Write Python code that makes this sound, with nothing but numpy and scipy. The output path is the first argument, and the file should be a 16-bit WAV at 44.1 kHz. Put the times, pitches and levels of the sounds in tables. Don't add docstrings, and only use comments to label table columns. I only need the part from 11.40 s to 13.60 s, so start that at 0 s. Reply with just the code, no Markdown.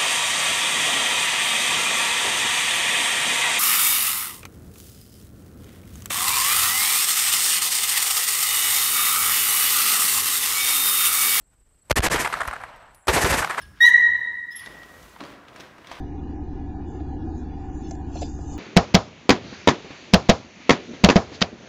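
import sys
import numpy as np
from scipy import signal
from scipy.fft import rfft, irfft
from scipy.io import wavfile
from scipy.ndimage import uniform_filter1d

SR = 44100
rng = np.random.default_rng(int(sys.argv[2]) if len(sys.argv) > 2 else 0)


def decibels_to_gain(level_db):
    exponent = np.asarray(level_db, float) / 20
    return 10 ** exponent


def transcribe(signal):
    frames = np.atleast_2d(signal).T
    limited = np.clip(frames, -1, 1)
    pcm = np.round(limited * 32767).astype(np.int16)
    wavfile.write(sys.argv[1], SR, pcm)


N = 97020

# t/s, blast level/dB, ground slap level/dB, brush scatter level/dB, bolt clatter level/dB
ROUNDS = [
    (.507, -7, -40, -13.5, -40),
    (0.582, -14.5, -30, -13, -40),
    (0.661, -6.5, -30, -15, -39),
    (.742, -12, -10, -17.5, -40),
    (1.68, -8.5, -14, -14, -24.5),
    (1.761, -7.5, -11, -13, -19.5),
    (1.844, -7.5, -18, -13.5, -18),
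    (1.922, -10, -8, -17, -20),
]
# t/s, level/dB, rise/s, T60/s, level of the airy part/dB
REFLECTIONS = [(.777, -20.5, 0.0033, 0.22, -1), (0.829, -26, .001, 0.034, -19),
               (.846, -16, 0.0015, 0.097, 3), (.853, -12, 0.01, 0.012, -8),
               (0.869, -15, 0.0083, 0.01, -0.5), (0.9, -23, .002, 0.022, -5),
               (.924, -19.5, 0.0035, .1, -0.5), (.936, -9, 0.0049, .01, -8.5),
               (0.952, -15, 0.0011, 0.011, -10), (0.961, -24, .001, 0.017, -8),
               (.97, -21, 0.0015, 0.04, -9), (.988, -25, .001, 0.015, -6), (1, -21, 0.0012, 0.033, -15),
               (1.003, -16, 0.0035, 0.064, -2.5), (1.011, -12, 0.0076, 0.018, -8.5),
               (1.032, -20, 0.0012, 0.024, -5), (1.05, -27, .003, 0.032, -7), (1.056, -27, .001, .02, -7),
               (1.077, -19, 0.00092, 0.015, 0), (1.083, -18.5, 0.00091, .035, -4.5),
               (1.11, -23.5, 0.0019, 0.028, -5), (1.128, -24, 0.0012, 0.059, -10),
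               (1.135, -19.5, 0.00034, 0.032, -6.5), (1.157, -25, 0.00065, 0.013, -14),
               (1.163, -22.5, .001, 0.021, -11.5), (1.198, -34, 0.0093, 0.21, -12),
               (1.212, -39.5, .002, 0.026, 0.5), (1.236, -18.5, 0.00087, 0.015, -11),
               (1.24, -31, 0.00034, 0.033, -7.5), (1.987, -18, 0.0029, 0.034, -13),
               (2.004, -22, 0.0014, 0.062, -15), (2.012, -14, 0.015, 0.094, -3),
               (2.044, -8.5, 0.0038, 0.013, -4), (2.074, -19.5, 0.00078, 0.016, 0),
               (2.093, -19, 0.0056, 0.19, -2), (2.106, -13.5, 0.0051, 0.0099, -5),
               (2.127, -35, .001, 0.009, -14), (2.135, -31, .001, 0.013, -11),
               (2.1462, -17.5, 0.00098, 0.013, -3), (2.171, -16.5, 0.013, 0.19, -4.5)]
# f/Hz, T60/s
FIELD_T60 = [(100, 1.53), (400, 1.8), (1200, 2.19), (3000, 1.5), (10000, 0.85)]
# t/s, leaves the rail t/s, push/rails, rise/s, release/s
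OFFSETS = [(.5162, .557, 5, .001, .014), (.587, .594, 2.1, .004, .0004), (.5939, .621, -5, .0005, .017),
           (.664, .672, -1.1, .006, .001), (.6715, .700, -4, .001, .017), (.744, .769, -1.3, .007, .017),
           (1.685, 1.691, .9, .004, .003), (1.692, 1.699, -.9, .005, .004), (1.701, 1.706, .3, .003, .008),
           (1.766, 1.770, -.6, .002, .006), (1.839, 1.8442, 1.4, .003, .0005),
           (1.8442, 1.847, -1.6, .0005, .02), (1.9188, 1.923, -2.0, .0005, .022),
           (1.076, 1.081, .16, .002, .006), (1.99, 2.0, -.25, .006, .012)]
# t/s, relative height (times 1.4 gives full scale)
ESCAPED_CRESTS = [(.5254, -.07), (.5258, -.06), (.527, -.08), (.5277, -.09), (.5922, -.08), (.593, -.1),
                  (.5937, -.1), (.5965, .03), (.5976, .05), (.5984, .04), (.6012, .03), (.6044, .08),
                  (.605, .2), (.6062, .11), (.6079, .14), (.6167, .03), (.6195, .01), (.6721, .31),
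                  (.6734, .07), (.6747, .23), (.6758, .21), (.6772, .05), (.6784, .03), (.6805, .15),
                  (.681, .05), (.6822, .04), (.6829, .15), (.6842, .19), (.6847, .07), (.6857, .19),
                  (.6945, .006), (.6975, .006), (1.9201, .06), (1.9213, .04)]
# f/Hz, arch of the glide f/Hz, chirp rate/Hz, level/dB
TRILLERS = [
    (6850, 950, 28.5, -69),
    (7250, 900, 31.0, -69),
    (7800, 750, 34.0, -75),
]
# t/s, level/dB
CRICKET = [
    (.015, -80),
    (.275, -86),
    (.33, -79),
    (.405, -80),
    (1.362, -76),
    (1.445, -81),
]
# t/s, click level/dB, ring level/dB
LANDINGS = [
    (1.074, -32, -87),
    (1.084, -47, -85),
    (1.315, -69, -93),
    (1.361, -53.5, -91),
    (1.546, -45.5, -55.5),
    (1.650, -60, -90),
]
# f/Hz, level/dB, T60/s
BRASS_MODES = [(9640, -2, .3), (9780, -2, .3), (11200, -16, .6), (11206.5, -16, .6), (12730, -16, .2),
               (13780, -11, .4)]
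# t/s, level/dB, T60/s
THUMPS = [
    (0.857, -34, 0.18),
    (0.937, -34, 0.092),
    (1.01, -33, 0.089),
    (1.075, -33, 0.073),
    (1.14, -50, 0.42),
    (1.235, -39.5, 0.083),
    (1.5, -44.5, 0.27),
    (1.975, -26.5, 0.26),
]
# t/s, level/dB, rise/s, T60/s
LEAVES = [
    (1.17, -63, 0.055, 0.25),
    (1.03, -53, .01, 0.21),
]
# f/Hz, spectral level/dB per Hz
BLAST_SPECTRUM = [(88, -7), (150, -11), (228, -10), (387, 1.5), (1000, -1.5), (1800, -3.5), (2400, -10.5),
                  (14000, -29)]
SCATTER_SPECTRUM = [(88, -2), (150, -3.5), (1100, -3), (1410, -7.5), (1740, 0.5), (3570, -15), (8230, -12),
                    (14000, -22)]
REFLECTION_SPECTRUM = [(88, -20), (150, -51), (359, -10.5), (1260, -1), (1770, -1), (3570, -19),
                       (6070, -27), (8550, -20), (14000, -44)]
TAIL_SPECTRUM = [(59, -35), (100, -4.5), (353, -12), (698, -2), (1380, -5.5), (1530, -5), (4780, -15.5),
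                 (8180, -19.5), (14000, -19.5)]
AIR_SPECTRUM = [(22, 20), (50, -4), (120, -15.5), (400, -23), (1500, -29), (4000, -38.5), (14000, -40.5)]
HAZE_SPECTRUM = [(6500, -56), (7300, -9), (7900, 8), (8500, -5), (9300, -53)]
CLICK_SPECTRUM = [(300, -37), (3000, -4), (14000, 1)]
THUMP_SPECTRUM = [(20, 18.5), (60, -1.5), (200, -16.5), (500, -35), (14000, -80)]
LEAF_SPECTRUM = [(3000, -31), (7000, -17), (10000, 6), (14000, -6)]
TWIG_SPECTRUM = [(300, -7), (1800, 2), (3000, -19), (14000, -20)]

RAIL = 0.27


def rms_one(x):
    return x / np.sqrt(np.mean(x ** 2) + 1e-20)


def at_hz(points, hz):
    f, value = np.transpose(points)
    return np.interp(np.log(hz), np.log(f), value)


def drift(rate):
    coarse = 40
    r = np.exp(-2 * np.pi * coarse * rate / SR)
    white = rng.standard_normal(N // coarse + 2002)
    slow = signal.lfilter([1], [1, -2 * r, r * r], white)[2000:]
    return np.interp(np.arange(N) / coarse, np.arange(len(slow)), rms_one(slow))


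def coloured(spectrum):
    hz = np.maximum(np.arange(N // 2 + 1) * SR / N, 1)
    weighted = rfft(rng.standard_normal(N)) * decibels_to_gain(at_hz(spectrum, hz)) * (hz > 15)
    return rms_one(irfft(weighted, N))


def swell(start, rise, t60, hold=0, bend=1):
    t = np.arange(N) / SR - start
    growth = np.clip(t / max(rise, 1e-4), 0, 1) ** bend
    decay = decibels_to_gain(-60 * np.clip(t - rise - hold, 0, None) / max(t60, 1e-3))
    return (growth * decay) ** 2


def power(db, *shape):
    return decibels_to_gain(2 * db) * swell(*shape)


def open_air():
    return decibels_to_gain(-49.5 - 4 * drift(10.0)) * coloured(AIR_SPECTRUM)


def insects():
    t = np.arange(N) / SR
    out = decibels_to_gain(-77 + 1.0 * drift(30)) * coloured(HAZE_SPECTRUM)
    for hz, arch_hz, rate, db in TRILLERS:
        cycle = np.cumsum(rate * (1 + .06 * drift(4))) / SR % 1
        arch = np.sin(np.pi * cycle)
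        level = decibels_to_gain(db + 3.0 * drift(8) + 2.5 * drift(150))
        pitch = hz + arch_hz * arch + 90 * drift(10) + 40 * drift(120)
        out += level * arch ** 1.2 * np.sin(2 * np.pi * np.cumsum(pitch) / SR)
    chirp_s, chirp_hz, sag_hz = 0.032, 4400, 250
    for s, db in CRICKET:
        u = np.clip((t - s) / chirp_s, 0, 1)
        level = decibels_to_gain(db + 1.5 * drift(200)) * np.sin(np.pi * u) ** .5
        out += level * np.sin(2 * np.pi * np.cumsum(chirp_hz - sag_hz * u) / SR)
    return out


def undergrowth():
    leaves = np.sqrt(sum(power(db, s, rise, t60) for s, db, rise, t60 in LEAVES))
    twig = np.sqrt(power(-67, 0.13, 0.0031, 0.065))
    return leaves * coloured(LEAF_SPECTRUM) + twig * coloured(TWIG_SPECTRUM)


def thumps():
    puffs = sum(power(db, s, 0.0021, t60) for s, db, t60 in THUMPS)
    return np.sqrt(puffs) * coloured(THUMP_SPECTRUM)


def cases():
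    t = np.arange(N) / SR
    clicks = sum(power(db, s, 0.001, 0.025) for s, db, _ in LANDINGS)
    out = np.sqrt(clicks) * coloured(CLICK_SPECTRUM)
    for s, _, ring_db in LANDINGS:
        for hz, db, t60 in BRASS_MODES:
            level = decibels_to_gain(ring_db + db + 2.0 * drift(40)) * np.sqrt(swell(s, 0.00092, t60))
            out += level * np.sin(2 * np.pi * hz * (t - s))
    return out


def field_edge(s):
    edge_s, edge_db, step_s = .805, -5.5, 0.0071
    passed = np.clip((np.arange(N) / SR - s - edge_s) / step_s, 0, 1)
    return decibels_to_gain(2 * edge_db * passed)


def rolling_tail():
    tail_db, rise_s, patchy_db = -33, 0.092, 1.0
    edges = 70 * 2 ** np.arange(0, 8.1, .5)
    together = drift(25)
    white = coloured(TAIL_SPECTRUM), coloured(TAIL_SPECTRUM)
    out = 0
    for k, (low, high) in enumerate(zip(edges, edges[1:])):
        sos = signal.butter(2, [low, high], "band", fs=SR, output="sos")
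        band = signal.sosfilt(sos, white[k % 2])
        t60 = at_hz(FIELD_T60, np.sqrt(low * high))
        decay = sum(swell(s, rise_s, t60) * field_edge(s) for s, *_ in ROUNDS)
        out = out + band * np.sqrt(decay) * decibels_to_gain(patchy_db * (.8 * together + .7 * drift(15)))
    return decibels_to_gain(tail_db) * out


def tree_lines():
    even_s, grain_db, grain_hz = .003, 1.5, 120
    noise = coloured(REFLECTION_SPECTRUM)
    noise = noise / np.sqrt(uniform_filter1d(noise ** 2, size=int(even_s * SR)) + 0.21)
    noise = noise * rms_one(decibels_to_gain(grain_db * drift(grain_hz)))
    shapes = [power(db, s, rise, t60) for s, db, rise, t60, _ in REFLECTIONS]
    air_power = sum(decibels_to_gain(2 * row[-1]) * shape for row, shape in zip(REFLECTIONS, shapes))
    airy = np.sqrt(air_power) * noise
    band = signal.butter(2, [560, 1970], "band", fs=SR, output="sos")
    return signal.sosfilt(band, np.sqrt(sum(shapes)) * noise - airy) + airy


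def bolt_and_brush():
    total = 0
    for s, _, _, brush_db, clatter_db in ROUNDS:
        tick = power(-26, s - .0098, 0.0026, 0.032)
        clatter = power(clatter_db, s + 0.015, 0.0061, 0.27)
        brush = power(brush_db, s + 0.034, 0.025, 0.13, 0.013, 2.05)
        total = total + tick + clatter + brush
    return np.sqrt(total) * coloured(SCATTER_SPECTRUM)


def blast():
    total = 0
    for s, blast_db, slap_db, *_ in ROUNDS:
        direct = power(blast_db, s, 0.0021, 0.12, 0.005)
        ground = power(slap_db, s + .0165, 0.00031, .03, .005)
        total = total + direct + ground
    return np.sqrt(total) * coloured(BLAST_SPECTRUM)


def shove():
    sink_s = .004
    out = 0
    for s, free, push, rise, release in OFFSETS:
        stay = free - s - rise
        steps = [s, rise, max(stay - sink_s, 1e-4), min(sink_s, abs(stay) + 1e-4), release]
        values = [0, push, push, np.clip(push, -1, 1), 0]
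        out = out + np.interp(np.arange(N) / SR, np.cumsum(steps), values)
    return RAIL * out


def crests():
    t = np.arange(N) / SR
    width_s = .00007
    return 1.4 * sum(height * np.exp(-abs(t - s) / width_s) for s, height in ESCAPED_CRESTS)


def scene():
    background = open_air() + insects() + undergrowth() + thumps() + cases()
    returns = rolling_tail() + tree_lines()
    gun = bolt_and_brush() + blast() + shove()
    return (background + returns + gun)[None]


def band_limit(x):
    return signal.sosfilt(signal.butter(12, 14920, fs=SR, output="sos"), x)


def record(dry):
    coupling_hz, coupling_q, blocking_hz, cutoff_hz = 53.7, 1.29, 32, 14350
    w = 2 * np.pi * coupling_hz
    coupling = signal.bilinear([1, 0, 0], [1, w / coupling_q, w * w], SR)
    x = signal.lfilter(*coupling, np.clip(dry, -RAIL, RAIL))
    x = signal.lfilter(*signal.butter(1, blocking_hz, "high", fs=SR), x)
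    hiss = decibels_to_gain(-112) * rng.standard_normal(x.shape)
    duck = np.minimum(sum(swell(s + 0.0012, 0.026, 2.2) for s, *_ in ROUNDS), 1)
    x = x * decibels_to_gain(-4 * duck) + crests() + hiss
    x = signal.sosfilt(signal.cheby2(16, 60, cutoff_hz, fs=SR, output="sos"), x)
    return band_limit(x)


dry = scene()
out = record(dry)
transcribe(out)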